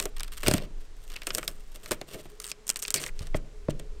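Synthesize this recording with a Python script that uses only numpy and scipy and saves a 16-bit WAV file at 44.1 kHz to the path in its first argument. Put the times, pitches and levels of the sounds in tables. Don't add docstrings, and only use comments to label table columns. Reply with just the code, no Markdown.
import sys
import numpy as np
from scipy import signal
from scipy.fft import rfft, irfft
from scipy.io import wavfile

SR = 44100
rng = np.random.default_rng(int(sys.argv[2]) if len(sys.argv) > 2 else 0)


def to_wav(sig):
    pcm = np.clip(np.atleast_2d(sig), -1, 1) * 32767
    pcm = np.round(pcm).astype(np.int16)
    wavfile.write(sys.argv[1], SR, pcm.T)


N = 176400

# frequency in Hz, relative spectral density in dB.
AIR_SPECTRUM = [(25, -13.5), (70, -20), (390, -25.5), (800, -30.5), (7500, -39.5), (16000, -59)]
# time in seconds, level in dB.
WIND_LEVELS = [(.15, -35), (.82, -36), (1.05, -39.5), (1.2, -41), (1.5, -39.5), (2.8, -50.5), (3.25, -32),
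               (3.6, -34)]
# time in seconds, level in dB.
HUM_LEVELS = [(2.15, -68), (2.35, -56), (3.1, -64), (3.9, -56.5)]
# frequency in Hz, peak gain in dB, t60 in seconds.
DECK_RESONANCES = [(145.6, 4.5, 0.46), (316.6, -12.5, 0.41), (412, -11, 0.38), (600, -15, 0.47)]
# low and high edge in Hz,
# base t60 of the attack and t60 of the tail in seconds, tail level relative to the attack in dB.
WOOD_REGISTERS = [(66.5, 318, 0.022, 0.33, -20), (305, 682, 0.035, 0.042, -7.5),
                  (948, 3000, 0.027, 0.15, -15.5), (2340, 5530, 0.014, 0.035, -15.5),
                  (5560, 13900, 0.0087, 0.041, -22.5)]
# frequency in Hz, gain in dB, Q.
WOOD_FORMANTS = [(610, 4, 21), (1240, 2.5, 3.4), (8440, 8, 3.9), (11050, -8.5, 1.33)]
# start and length in seconds, pitch in Hz, level in dB.
SPLINTER_SLIDES = [(1.157, 0.019, 2746, -41), (1.216, 0.017, 2415, -48.5), (2.946, 0.071, 2370, -43),
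                   (2.962, 0.04, 4950, -40.5), (3.062, 0.012, 2240, -38.5), (3.087, 0.012, 2190, -44.5)]
# start and end in seconds, body level in dB, shared mid and bite
# level in dB, treble level in dB, fibres per second.
FIBRE_TEARS = [(0.0, 0.096, -50, -58, -50, 500), (0.142, 0.283, -87, -56, -57, 168),
               (0.317, 0.423, -73, -52.5, -50, 270), (0.429, 0.573, -42, -45.5, -43.5, 1630),
               (0.55, 0.652, -48.5, -55.5, -60.5, 570), (0.771, 0.87, -83, -70.5, -70, 730),
               (0.96, 2.37, -83, -70.5, -66, 385), (1.092, 1.262, -65, -56.5, -60, 215),
               (1.263, 1.509, -50.5, -57.5, -47.5, 420), (1.741, 1.926, -58.5, -60, -56, 420),
               (1.92, 1.946, -47, -48, -44, 870), (2.066, 2.207, -53, -54.5, -54, 1180),
               (2.141, 2.196, -46.5, -62, -60, 1800), (2.394, 2.506, -72, -53.5, -42, 230),
               (2.667, 2.939, -65, -55, -38.5, 220), (2.944, 2.985, -43, -51, -34, 1940),
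               (2.99, 3.095, -51, -49, -41, 780), (3.152, 3.368, -61.5, -61, -60, 1600),
               (3.348, 3.373, -42, -52.5, -44.5, 4500), (3.695, 3.71, -63, -47, -45, 600),
               (3.791, 3.8, -45, -50, -45, 1720)]
# start in seconds, thump, bass, body, mid and bite levels in dB.
RIM_KNOCKS = [(2.256, -50, -51, -45, -50.5, -68), (3.208, -29, -39, -47, -56, -68),
              (3.3448, -31.5, -24.5, -23.5, -31, -48), (3.6847, -46, -21.5, -22, -46.5, -57)]
# start in seconds, mid, bite and treble levels in dB.
SPLINTER_SNAPS = [(0.0003, -31, -30, -28), (0.0253, -43.5, -40.5, -35), (0.197, -45, -40, -42.5),
                  (0.2059, -38.5, -36.5, -36.5), (0.2326, -47, -38, -35), (0.432, -34, -39, -39.5),
                  (0.5807, -37, -38, -40), (1.1009, -64, -50.5, -51), (1.1631, -48, -39, -45),
                  (1.2187, -46.5, -41.5, -48.5), (1.3048, -33.5, -30.5, -50), (1.349, -39, -34.5, -23.5),
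                  (1.4295, -36.5, -42.5, -46), (1.4786, -37, -26, -29.5), (1.8595, -43.5, -43, -47),
                  (2.4422, -56, -37.5, -37), (2.5158, -45, -31.5, -32.5), (2.6923, -36, -32.5, -21.5),
                  (2.7009, -39.5, -28, -18), (2.7594, -39.5, -33.5, -34), (2.8226, -63, -43.5, -42),
                  (2.8509, -45.5, -32, -46), (2.8808, -41.5, -32.5, -30), (2.9048, -41.5, -33, -24),
                  (2.961, -50, -34, -28), (3.0382, -40, -32.5, -36), (3.0634, -51, -43, -34),
                  (3.192, -60, -42.5, -42.5), (3.27, -51, -49, -45.5)]
# start in seconds, bass, body, mid, bite and treble levels in dB.
PLY_BREAKS = [(0.0551, -41.5, -28.5, -36.5, -44, -31.5), (0.463, -33, -43, -28.5, -32.5, -38),
              (0.4712, -23.5, -35, -27, -30.5, -29.5), (0.4818, -17.5, -19.5, -27, -20.5, -19.5),
              (0.512, -22.5, -25, -28.5, -28.5, -27.5), (0.538, -15, -26, -28, -30, -23.5),
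              (1.2695, -48, -36, -30.5, -35.5, -29), (1.382, -56, -34, -31, -35.5, -29.5),
              (1.9098, -35, -29.5, -30, -34, -32), (1.9168, -38, -25, -30, -33, -26),
              (2.0136, -43, -35, -41, -41, -44.5), (2.9415, -44.5, -49, -32.5, -25.5, -16)]

BASS_DB = -3
BLOW_S = .005
RING_SIZE = 8192
RING_TIME = np.arange(RING_SIZE) / SR


def from_db(db):
    return 10 ** (np.asarray(db) / 20)


def unit_rms(x):
    return x / np.sqrt(np.mean(x ** 2) + 1e-20)


def decay(t, t60):
    return np.exp(-np.log(1000) * t / t60)


def add(out, start, x):
    i = max(int(start * SR), 0)
    out[i:i + len(x)] += x[:max(N - i, 0)]


def add_blow(out, start, db, ring):
    add(out, start, from_db(db) * np.sqrt(BLOW_S * SR) * ring / np.linalg.norm(ring))


def bell(hz, db, q):
    a, w = from_db(db / 2), 2 * np.pi * min(hz, .45 * SR) / SR
    k = np.sin(w) / (2 * q)
    section = [1 + k * a, -2 * np.cos(w), 1 - k * a, 1 + k / a, -2 * np.cos(w), 1 - k / a]
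    return np.array(section) / (1 + k / a)


def resonance(x, hz, width_hz):
    r = np.exp(-np.pi * width_hz / SR)
    feedback = [1, -2 * r * np.cos(2 * np.pi * hz / SR), r * r]
    return signal.lfilter(np.array([1, 0, -1]) * (1 - r * r) / 2, feedback, x + 1e-18)


def air(level_db=-58):
    hz = np.fft.rfftfreq(N, 1 / SR)
    air_hz, air_db = np.transpose(AIR_SPECTRUM)
    spectrum = from_db(np.interp(np.log(hz + 1), np.log(air_hz), air_db))
    return from_db(level_db) * unit_rms(irfft(rfft(rng.standard_normal(N)) * spectrum, N))


def wind(t, top_hz=23.1):
    band = signal.butter(2, [top_hz / 2, top_hz], "band", fs=SR, output="sos")
    rumble = signal.sosfilt(band, rng.standard_normal(N))
    return from_db(np.interp(t, *np.transpose(WIND_LEVELS))) * unit_rms(rumble)


def far_hum(t, hz=421.5, width_hz=25):
    hum = resonance(resonance(rng.standard_normal(N), hz, width_hz), hz, 2 * width_hz)
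    return from_db(np.interp(t, *np.transpose(HUM_LEVELS))) * unit_rms(hum)


def deck(wood, hollow_db=-15, hollow_t60=0.65, hollow_hz=650):
    modes = sum(from_db(db) * resonance(wood, hz, np.log(1000) / (np.pi * t60))
                for hz, db, t60 in DECK_RESONANCES)
    echo = rng.standard_normal(SR) * decay(np.arange(SR) / SR, hollow_t60)
    echo = signal.sosfilt(signal.butter(2, hollow_hz, fs=SR, output="sos"), echo / np.linalg.norm(echo))
    return modes + from_db(hollow_db) * signal.oaconvolve(wood, echo)[:N]


def wood_rings(register, count, attack_stretch):
    low, high, attack_t60, tail_t60, tail_db = register
    attack = decay(RING_TIME, attack_t60 * attack_stretch)
    tail = from_db(tail_db) * decay(RING_TIME, tail_t60)
    band = signal.butter(3, [low, min(high, .45 * SR)], "band", fs=SR, output="sos")
    colour = np.vstack([band] + [bell(*formant) for formant in WOOD_FORMANTS])
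    rings = signal.sosfilt(colour, rng.standard_normal((count, RING_SIZE)) * (attack + tail))
    return rings / np.linalg.norm(rings, axis=1, keepdims=True)


def blows(times, levels_db, attack_stretch):
    out = np.zeros(N)
    for register, column in zip(WOOD_REGISTERS, np.transpose(levels_db)):
        for start, db, ring in zip(times, column, wood_rings(register, len(times), attack_stretch)):
            add_blow(out, start, db, ring)
    return out


def squeaks(slip_hz=240, fall_share=0.138, waver_share=0.079):
    out = np.zeros(N)
    for start, length, hz, db in SPLINTER_SLIDES:
        progress = np.linspace(0, 1, max(int(length * SR), 2))
        waver, rasp = (unit_rms(resonance(noise, slip_hz, slip_hz))[:len(progress)]
                       for noise in rng.standard_normal((2, SR)))
        pitch = hz * (1 - fall_share * progress + waver_share * waver)
        tone = np.sin(2 * np.pi * np.cumsum(pitch) / SR)
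        envelope = np.sqrt(progress) * (1 - progress)
        add(out, start, from_db(db) * unit_rms(tone * (1 + rasp) * envelope))
    return out


def tearing(spot_count=6, spread_db=3.5, surges_per_s=49.9, surge_db=7, rise_s=0.0056, sag_db=3.5):
    clicks = np.zeros((len(WOOD_REGISTERS), N))
    t = np.arange(2 * SR) / SR
    for start, end, body_db, mid_db, treble_db, per_s in FIBRE_TEARS:
        span = max(end - start, rise_s)
        surges = np.interp(t * surges_per_s, np.arange(200), rng.standard_normal(200))
        fractures = rng.random(len(t)) < per_s / SR
        fractures[int(span / 2 * SR)] = True
        sizes_db = spread_db * np.minimum(rng.exponential(1, len(t)), 3.2) + surge_db * surges
        sizes = from_db(sizes_db) * rng.choice([-1, 1], len(t))
        trail = np.exp(-np.maximum(t - span, 0) / (0.04 * span))
        envelope = np.minimum(t / rise_s, 1) * from_db(-sag_db * t / span) * trail
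        run = unit_rms(fractures * sizes * envelope) * np.sqrt(span / t[-1])
        for track, db in zip(clicks, (body_db + BASS_DB, body_db, mid_db, mid_db, treble_db)):
            add(track, start, from_db(db) * run)
    spots = rng.integers(0, spot_count, N) == np.arange(spot_count)[:, None]
    out = np.zeros(N)
    for track, register in zip(clicks, WOOD_REGISTERS):
        rings = wood_rings(register, spot_count, attack_stretch=0.46)
        out += signal.oaconvolve(track * spots, rings, axes=1).sum(axis=0)[:N]
    return out


def knocks(thump_hz=80, thump_t60=0.11):
    rows = np.array(RIM_KNOCKS)
    out = blows(rows[:, 0], rows[:, 2:], attack_stretch=0.82)
    thump = np.sin(2 * np.pi * thump_hz * RING_TIME) * decay(RING_TIME, thump_t60)
    for start, db in rows[:, :2]:
        add_blow(out, start, db, thump)
    return out


def splinter_tones(times, levels_db, t60=0.054, relative_db=-14):
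    out = np.zeros(N)
    for (low, high, *_), column in zip(WOOD_REGISTERS[2:4], np.transpose(levels_db)):
        for start, db, place in zip(times, column, rng.random(len(times))):
            hz = low * (high / low) ** place
            tone = np.sin(2 * np.pi * hz * RING_TIME) * decay(RING_TIME, t60)
            add_blow(out, start, db + relative_db, tone)
    return out


def snaps(body_below_mid_db=9):
    times, mid, bite, treble = np.transpose(SPLINTER_SNAPS)
    body = mid - body_below_mid_db
    cracks = blows(times, np.column_stack([body + BASS_DB, body, mid, bite, treble]), attack_stretch=0.74)
    return cracks + splinter_tones(times, np.column_stack([mid, bite]))


def breaks():
    rows = np.array(PLY_BREAKS)
    return blows(rows[:, 0], rows[:, 1:], attack_stretch=1.36)


def scene(dull_from_s=2.4):
    t = np.arange(N) / SR
    wood = snaps() + breaks() + knocks() + tearing() + squeaks()
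    dulled = signal.sosfilt([bell(hz=13600, db=-7, q=1.0)], wood)
    wood = np.where(t < dull_from_s, wood, dulled)
    return (wood + deck(wood) + air() + wind(t) + far_hum(t))[None]


def record(dry, ceiling=.55, stop_band_hz=17200):
    low_pass = signal.cheby2(12, 70, stop_band_hz, fs=SR, output="sos")
    return signal.sosfilt(low_pass, ceiling * np.tanh(dry / ceiling))


dry = scene()
out = record(dry)
to_wav(out)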